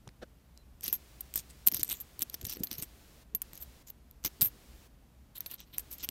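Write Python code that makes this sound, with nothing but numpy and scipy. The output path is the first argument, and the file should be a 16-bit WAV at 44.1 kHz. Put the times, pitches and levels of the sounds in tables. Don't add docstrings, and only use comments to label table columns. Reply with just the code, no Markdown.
import sys
import numpy as np
from scipy import signal
from scipy.fft import rfft, irfft
from scipy.io import wavfile
from scipy.ndimage import uniform_filter1d

SR = 44100
rng = np.random.default_rng(int(sys.argv[2]) if len(sys.argv) > 2 else 0)


def materialize(psi):
    bounded = np.clip(np.atleast_2d(psi).T, -1, 1)
    quanta = np.round(bounded * 32767).astype(np.int16)
    wavfile.write(sys.argv[1], SR, quanta)


N = 269314


def from_db(db):
    return 10 ** (np.asarray(db) / 20)


def rms_one(x):
    return x / np.sqrt(np.mean(x ** 2) + 1e-20)


def peak_one(x):
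    return x / np.abs(x).max()


def add(out, start_s, sound):
    i = round(start_s * SR)
    out[i:i + len(sound)] += sound[:N - i]


def minimum_phase(spectrum):
    hz = np.maximum(np.arange(2049) * SR / 4096, 10)
    points_hz, points_db = np.transpose(spectrum)
    log_gain = np.interp(np.log(hz), np.log(points_hz), points_db) * np.log(10) / 20
    cepstrum = irfft(log_gain)
    cepstrum[1:2048] *= 2
    cepstrum[2049:] = 0
    return irfft(np.exp(rfft(cepstrum)))


def coloured(x, spectrum):
    return signal.fftconvolve(x, minimum_phase(spectrum))[:len(x)]


def ring(clicks, hz, t60_s):
    radius = from_db(-60 / (t60_s * SR))
    angle = 2 * np.pi * min(hz, .45 * SR) / SR
    poles = [1, -2 * radius * np.cos(angle), radius * radius]
    return signal.lfilter([0, np.sin(angle)], poles, clicks + 1e-18)


# frequency in Hz, relative density in dB per Hz.
ROOM_SPECTRUM = [(15, -42), (25, -17.5), (43, -9), (65, -3), (87, -20), (154, -18.5), (245, -21.5),
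                 (378, -30), (766, -33), (1390, -38.5), (4990, -45), (11600, -48.5), (15200, -45.5),
                 (16500, -84)]
ROOM_RMS_DB = -58.5


def rumble():
    settle = 4096
    noise = rng.standard_normal(N + settle)
    return from_db(ROOM_RMS_DB) * rms_one(coloured(noise, ROOM_SPECTRUM)[settle:])


# frequency in Hz, level in dB rms.
HUM_TONES = [(60, -81.5), (120, -74)]


def hum():
    t = np.arange(N) / SR
    out = np.zeros(N)
    for hz, rms_db in HUM_TONES:
        out += from_db(rms_db) * np.sqrt(2) * np.sin(2 * np.pi * (hz * t + rng.random()))
    return out


WHINE_HZ, WHINE_T60_S, WHINE_RMS_DB = 11350, 0.0062, -87


def whine():
    return from_db(WHINE_RMS_DB) * rms_one(ring(rng.standard_normal(N), WHINE_HZ, WHINE_T60_S))


# frequency in Hz, relative density in dB per Hz.
HISS_SPECTRUM = [(300, 9.5), (1000, 0), (4000, -1), (7500, -4), (10500, -6.5), (12500, -4.5), (15500, -7)]
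# start in seconds, end in seconds.
HISS_SPELLS = [(0.84, 3.235), (3.42, 3.828), (4.26, 4.875), (5.4, 5.56), (5.76, 6.2)]
HISS_RMS_DB = -61.5


def hiss():
    t = np.arange(N) / SR
    gate = sum((t > start_s) * (t < end_s) for start_s, end_s in HISS_SPELLS) * 1.
    gate = uniform_filter1d(gate, size=400)
    return gate * from_db(HISS_RMS_DB) * rms_one(coloured(rng.standard_normal(N), HISS_SPECTRUM))


# time in seconds, pitch in Hz, peak level in dB.
SQUEAK_GLIDE = [(0.551, 3900, -85), (.59, 4080, -71), (.63, 4000, -74)]


def squeak():
    t = np.arange(N) / SR
    times_s, pitches_hz, peaks_db = np.transpose(SQUEAK_GLIDE)
    level = np.interp(t, times_s, from_db(peaks_db), 0, 0)
    return level * np.sin(2 * np.pi * np.cumsum(np.interp(t, times_s, pitches_hz)) / SR)


# frequency in Hz, relative level in dB, t60 in seconds.
CREAK_MODES = [(586, 5, 0.024), (1470, -2.5, 0.01), (3170, -7, 0.0013), (5360, -23, 0.0034)]
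CREAK_START_S, CREAK_LENGTH_S, CREAK_PEAK_DB = .212, 0.035, -34.5


def creak():
    out = np.zeros(N)
    swell = np.hanning(round(CREAK_LENGTH_S * SR))
    slips = np.pad(swell * rng.standard_normal(len(swell)), (0, 1500))
    body = sum(from_db(db) * rms_one(ring(slips, hz, t60_s)) for hz, db, t60_s in CREAK_MODES)
    add(out, CREAK_START_S, from_db(CREAK_PEAK_DB) * peak_one(body))
    return out


# start in seconds, peak in dB, centre in Hz.
TICK_EVENTS = [(0.074, -41, 900), (0.077, -37, 4300), (0.0902, -41, 3000), (.5755, -40, 5400)]


def ticks():
    out = np.zeros(N)
    for start_s, peak_db, hz in TICK_EVENTS:
        contact = np.pad(rng.standard_normal(30), (0, 400))
        add(out, start_s, from_db(peak_db) * peak_one(ring(contact, hz, 3.1 / hz)))
    return out


# start in seconds, peak in dB, pitch in Hz.
THUD_EVENTS = [(0.071, -41.5, 142), (0.878, -42, 307), (0.927, -47, 270), (1.675, -42, 196),
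               (1.725, -39, 322), (1.748, -43.5, 134), (1.792, -39, 312), (1.816, -42.5, 119),
               (2.192, -48, 125), (2.221, -42.5, 260), (2.432, -37, 100), (2.466, -41.5, 210),
               (2.568, -39, 420), (2.605, -29, 267), (2.635, -43.5, 318), (2.715, -40, 307),
               (2.785, -39.5, 155), (2.824, -40.5, 287), (3.345, -42.5, 296), (4.261, -41, 265),
               (4.419, -31.5, 160), (4.458, -43.5, 110), (6.089, -43.5, 310)]
THUD_T60_CYCLES, RUB_DB = 5.5, -18.5


def thuds():
    out, rub = np.zeros(N), np.zeros(N)
    for start_s, peak_db, hz in THUD_EVENTS:
        press_release = np.gradient(np.hanning(round(1.2 * SR / hz)))
        push = np.pad(press_release, (0, 4000))
        add(out, start_s, from_db(peak_db) * peak_one(ring(push, hz, THUD_T60_CYCLES / hz)))
        add(rub, start_s - .03, from_db(peak_db + RUB_DB) * np.hanning(3000))
    band = signal.butter(3, [150, 450], "band", fs=SR, output="sos")
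    cloth = signal.sosfilt(band, rng.standard_normal(N))
    return out + rub * rms_one(cloth)


def grains(count, per_s, spread_db):
    sizes = from_db(spread_db * np.minimum(rng.exponential(1, count), 4))
    signs = rng.choice([-1, 1], count)
    return sizes * signs * (rng.random(count) < per_s / SR)


CLUMP_S = .0015


def clumps(depth_db):
    t = np.arange(6000) / SR
    heights = np.clip(rng.standard_normal(200), -2, 1.5)
    return from_db(depth_db * np.interp(t / CLUMP_S, np.arange(200), heights))


# frequency in Hz, relative density in dB per Hz.
CRACK_SPECTRUM = [(300, -2), (600, -15), (1500, -10.5), (3000, -3.5), (8400, 1), (10500, -6), (13000, 29.5),
                  (15500, 9)]


def crack(contacts, hz):
    broad = coloured(contacts, CRACK_SPECTRUM)
    out = broad + from_db(-5) * ring(broad, hz, 0.0027)
    for other_hz in rng.uniform(2090, 11780, size=5):
        out += from_db(rng.normal(-19.0, 7.4)) * ring(broad, other_hz, 0.0024)
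    return out


# mean frequency in Hz, mean relative level in dB, longest t60 in seconds.
COIN_MODES = [(12480, 0, .12), (12650, -2, .1), (12770, -2, .1), (12980, -4, .05), (13500, 0, .006),
              (14000, 0, .005), (14600, -2, .005), (15200, -2, .005), (11700, -8, .004)]
MODE_SCATTER_DB = 8


def coin(contacts, t60_s):
    out = np.zeros(len(contacts))
    for hz, db, longest_s in COIN_MODES:
        strength = from_db(db + rng.normal(0, MODE_SCATTER_DB))
        pitch_hz = hz + rng.normal(0, 13 / np.sqrt(longest_s))
        out += strength * ring(contacts, pitch_hz, min(t60_s, longest_s))
    return out


# start in seconds, length in seconds, scrape in dB rms, centre in Hz, ring in dB rms.
SLIDE_EVENTS = [(0.82, 0.11, -50, 6100, -55), (0.924, 0.044, -56.5, 6600, -41.5),
                (1.346, 0.075, -48, 9000, -54), (1.489, 0.033, -64, 8400, -89),
                (1.661, 0.04, -55, 9300, -47), (1.721, 0.082, -48, 6200, -46),
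                (1.792, 0.034, -51.5, 6500, -62), (1.834, 0.06, -59.5, 8900, -77),
                (1.885, 0.07, -46, 9000, -50), (1.933, 0.075, -58.5, 7260, -65),
                (2, 0.024, -69, 7700, -49.5), (2.201, 0.042, -54, 8100, -64),
                (2.323, 0.029, -64, 6300, -70), (2.46, 0.12, -52, 5950, -64),
                (2.591, 0.023, -66, 7840, -77), (2.633, 0.019, -69, 9000, -43.5),
                (2.705, 0.062, -53.5, 5800, -69), (2.773, 0.046, -55.5, 6450, -55),
                (2.819, 0.028, -54, 8100, -54), (3.528, 0.086, -63.5, 6650, -70),
                (3.598, 0.052, -58, 6400, -56), (3.866, 0.041, -62.5, 7250, -64),
                (3.896, 0.013, -73, 6900, -55), (4.228, 0.017, -73, 7000, -80),
                (4.244, 0.041, -44.5, 6400, -45), (4.418, 0.072, -52, 7900, -36.5),
                (5.348, 0.047, -61, 4150, -57), (5.398, 0.039, -71, 4000, -86.5),
                (5.492, 0.077, -56.5, 4450, -55.5), (5.577, 0.073, -62, 4040, -86),
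                (5.641, 0.12, -76.5, 4450, -90), (5.726, 0.046, -58, 4040, -92),
                (5.777, .04, -54.5, 9300, -61), (5.904, 0.059, -55.5, 6700, -56),
                (5.982, 0.071, -58, 6800, -72), (6.027, 0.028, -51.5, 5940, -47)]
STROKE_TOP, STROKE_START, STROKE_END = .35, 0.14, 0.029
SLIDE_CLUMPS_DB = 5
SCRAPE_REACH = 1.54


def slides():
    out = np.zeros(N)
    for start_s, length_s, scrape_db, hz, ring_db in SLIDE_EVENTS:
        along = np.linspace(0, 1, round(length_s * SR))
        stroke = np.interp(along, [0, STROKE_TOP, 1], [STROKE_START, 1, STROKE_END])
        catches = clumps(SLIDE_CLUMPS_DB) * grains(6000, 5000, 3.44)
        contacts = np.pad(stroke * catches[:len(along)], (0, 1500))
        within = np.sqrt(len(contacts) / len(along))
        pole = np.exp(-2 * np.pi * SCRAPE_REACH * hz / SR)
        scrape = signal.lfilter([1], [1, -2 * pole, pole ** 2], crack(contacts, hz))
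        add(out, start_s, within * from_db(scrape_db) * rms_one(scrape))
        add(out, start_s, within * from_db(ring_db) * rms_one(coin(contacts, 0.032)))
    return out


# start in seconds, crack peak in dB, crack centre in Hz, chatter t60 in seconds,
# ring peak in dB, ring t60 in seconds (long where the coin is left free).
CLINK_EVENTS = [(0.809, -34, 2860, 0.005, -48, 0.05), (0.8217, -47, 8400.0, 0.005, -54, 0.015),
                (0.835, -30, 9400, 0.0037, -34, 0.015), (0.8406, -36, 8400.0, 0.0048, -20, 0.041),
                (0.858, -30, 4200.0, 0.0088, -31, 0.015), (0.867, -27, 9500.0, 0.0072, -33, 0.015),
                (0.8802, -18.5, 10400, 0.011, -22, 0.015), (0.8854, -26, 4300.0, 0.015, -28, 0.014),
                (0.899, -28.5, 4000.0, 0.013, -40, 0.049), (0.928, -31, 10800, 0.006, -10, 0.081),
                (0.937, -36, 10000.0, 0.006, -23, 0.015), (1.207, -31.5, 9100, 0.016, -26.5, 0.02),
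                (1.3398, -21, 8600, 0.0034, -33, 0.01), (1.3576, -23.5, 8250, 0.011, -16.5, 0.013),
                (1.363, -34, 8400, 0.004, -21, 0.015), (1.377, -38, 8200, 0.004, -19, 0.017),
                (1.664, -37, 8250, 0.005, -22, 0.008), (1.6681, -21, 8600, 0.0083, -11.5, 0.015),
                (1.673, -8.5, 11000, 0.019, -7.5, 0.008), (1.6844, -22, 8900.0, 0.004, -12, 0.008),
                (1.7165, -31, 9800.0, 0.009, -29, 0.017), (1.7226, -42, 5900.0, 0.0077, -19, 0.011),
                (1.7457, -20.5, 9700.0, 0.0047, -16.5, 0.016), (1.7674, -23.5, 4600.0, 0.013, -26, 0.015),
                (1.7957, -27, 9000.0, 0.026, -31, 0.05), (1.8318, -15, 10700, 0.0034, -19, 0.01),
                (1.8353, -23, 9700, 0.0026, -21, 0.012), (1.8466, -30, 10600, 0.006, -35, 0.05),
                (1.8793, -33, 8500.0, 0.004, -33, 0.008), (1.8912, -31, 8500.0, 0.0036, -26, 0.015),
                (1.8993, -26.5, 6800.0, 0.0027, -27, 0.014), (1.911, -22.5, 8260, 0.035, -52, 0.015),
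                (1.927, -27, 9200.0, 0.0068, -23, 0.015), (2.0019, -35.5, 6550, 0.011, -35, 0.06),
                (2.193, -33, 4500.0, 0.0059, -24.5, 0.009), (2.2077, -32, 3900.0, 0.018, -28, 0.015),
                (2.22, -21, 9740, 0.0057, -14, 0.02), (2.2254, -22, 6150, 0.016, -17, 0.019),
                (2.298, -29, 8700, 0.0088, -45, 0.016), (2.3427, -20, 5680, 0.019, -33, 0.015),
                (2.4132, -32, 7200, 0.011, -43, 0.015), (2.429, -38, 7400.0, 0.004, -53, 0.015),
                (2.4458, -31, 9600, 0.006, -43, 0.011), (2.4507, -22, 6900, 0.012, -38, 0.008),
                (2.457, -33, 9500, 0.005, -40, 0.009), (2.4675, -23.5, 5740, 0.017, -21, 0.036),
                (2.496, -26, 8740, 0.033, -30, 0.035), (2.5258, -26.5, 4470, 0.026, -28, 0.017),
                (2.5352, -38, 8700.0, 0.008, -27, 0.015), (2.56, -33, 4500.0, 0.004, -41, 0.015),
                (2.57, -31, 4400.0, 0.005, -42, 0.015), (2.6352, -35, 10100, 0.0044, -18, 0.093),
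                (2.671, -30, 4700, 0.014, -39, 0.077), (2.7133, -19.5, 5920, 0.013, -28, 0.015),
                (2.7295, -28, 6350, 0.0055, -29, 0.012), (2.738, -34, 2510, 0.076, -41, 0.008),
                (2.783, -40, 8450, 0.006, -24, 0.009), (2.8, -35, 6600.0, 0.018, -35.5, 0.015),
                (2.818, -37, 4100.0, 0.004, -39, 0.008), (2.8241, -21.5, 9600.0, 0.033, -29.5, 0.07),
                (3.3491, -24.5, 10660, 0.015, -18, 0.048), (3.4182, -29, 9400.0, 0.015, -18.5, 0.011),
                (3.533, -36, 8500.0, 0.004, -37, 0.01), (3.5543, -39, 5850, 0.004, -31, 0.015),
                (3.576, -41, 6300.0, 0.008, -36, 0.015), (3.624, -43, 4400.0, 0.029, -31.5, 0.034),
                (4.1114, -40, 7000.0, 0.004, -44, 0.008), (4.2399, -30, 6040, 0.0033, -35, 0.0099),
                (4.2495, -15.5, 6100, 0.004, -18.5, 0.015), (4.26, -19, 6000.0, 0.0051, -20, 0.08),
                (4.4109, -19, 8300, 0.0052, -20.5, 0.008), (4.4155, -21.5, 10300, 0.0037, -7.5, 0.015),
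                (4.4197, -19, 8300, 0.0079, -8.5, 0.05), (4.4269, -25, 8500, 0.014, -12, 0.015),
                (4.434, -37, 9500.0, 0.005, -21, 0.1), (4.446, -40, 5800.0, 0.03, -32, 0.015),
                (4.4601, -26.5, 8270, 0.0035, -18, 0.054), (5.3808, -44, 4400.0, 0.0054, -28.5, 0.021),
                (5.406, -29, 6340, 0.015, -21.5, 0.024), (5.461, -27, 4200, 0.015, -26, 0.065),
                (5.5132, -38, 6300, 0.01, -28, 0.015), (5.541, -45, 4100.0, 0.014, -29.5, 0.014),
                (5.6037, -32, 3130, 0.0088, -35.5, 0.048), (5.74, -41, 3400.0, 0.009, -44, 0.016),
                (5.7824, -21, 10200, 0.0026, -18, 0.012), (5.7952, -36.5, 8200.0, 0.024, -25, 0.028),
                (5.917, -40, 7900.0, 0.011, -38, 0.012), (5.9274, -36, 8800.0, 0.029, -28, 0.015),
                (5.983, -40, 8000, 0.022, -40.5, 0.015), (6.0396, -28, 6100, 0.0082, -30, 0.05),
                (6.0892, -16.5, 8700, 0.0046, -28, 0.028)]
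CHATTER_DB, CHATTER_CLUMPS_DB = -10, 3
FIRST_TOUCH_S = 0.00058


def clinks():
    out, t = np.zeros(N), np.arange(6000) / SR
    for start_s, crack_db, hz, chatter_t60_s, ring_db, ring_t60_s in CLINK_EVENTS:
        fade = from_db(CHATTER_DB - 60 * (t / max(chatter_t60_s, .002)) ** 1.95)
        chatter = fade * grains(len(t), 9000, 3.0) * clumps(CHATTER_CLUMPS_DB)
        first_touch = rng.standard_normal(len(t)) * np.exp(-t / FIRST_TOUCH_S)
        contacts = chatter + first_touch
        add(out, start_s, from_db(crack_db) * peak_one(crack(contacts, hz)))
        add(out, start_s, from_db(ring_db) * peak_one(coin(contacts, ring_t60_s)))
    return out


def scene():
    background = rumble() + hum() + whine() + hiss()
    return (background + squeak() + creak() + ticks() + thuds() + slides() + clinks())[None]


CUTOFF_HZ = 16350


def record(dry):
    return signal.sosfilt(signal.cheby2(14, 50, CUTOFF_HZ, fs=SR, output="sos"), dry)


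dry = scene()
out = record(dry)
materialize(out)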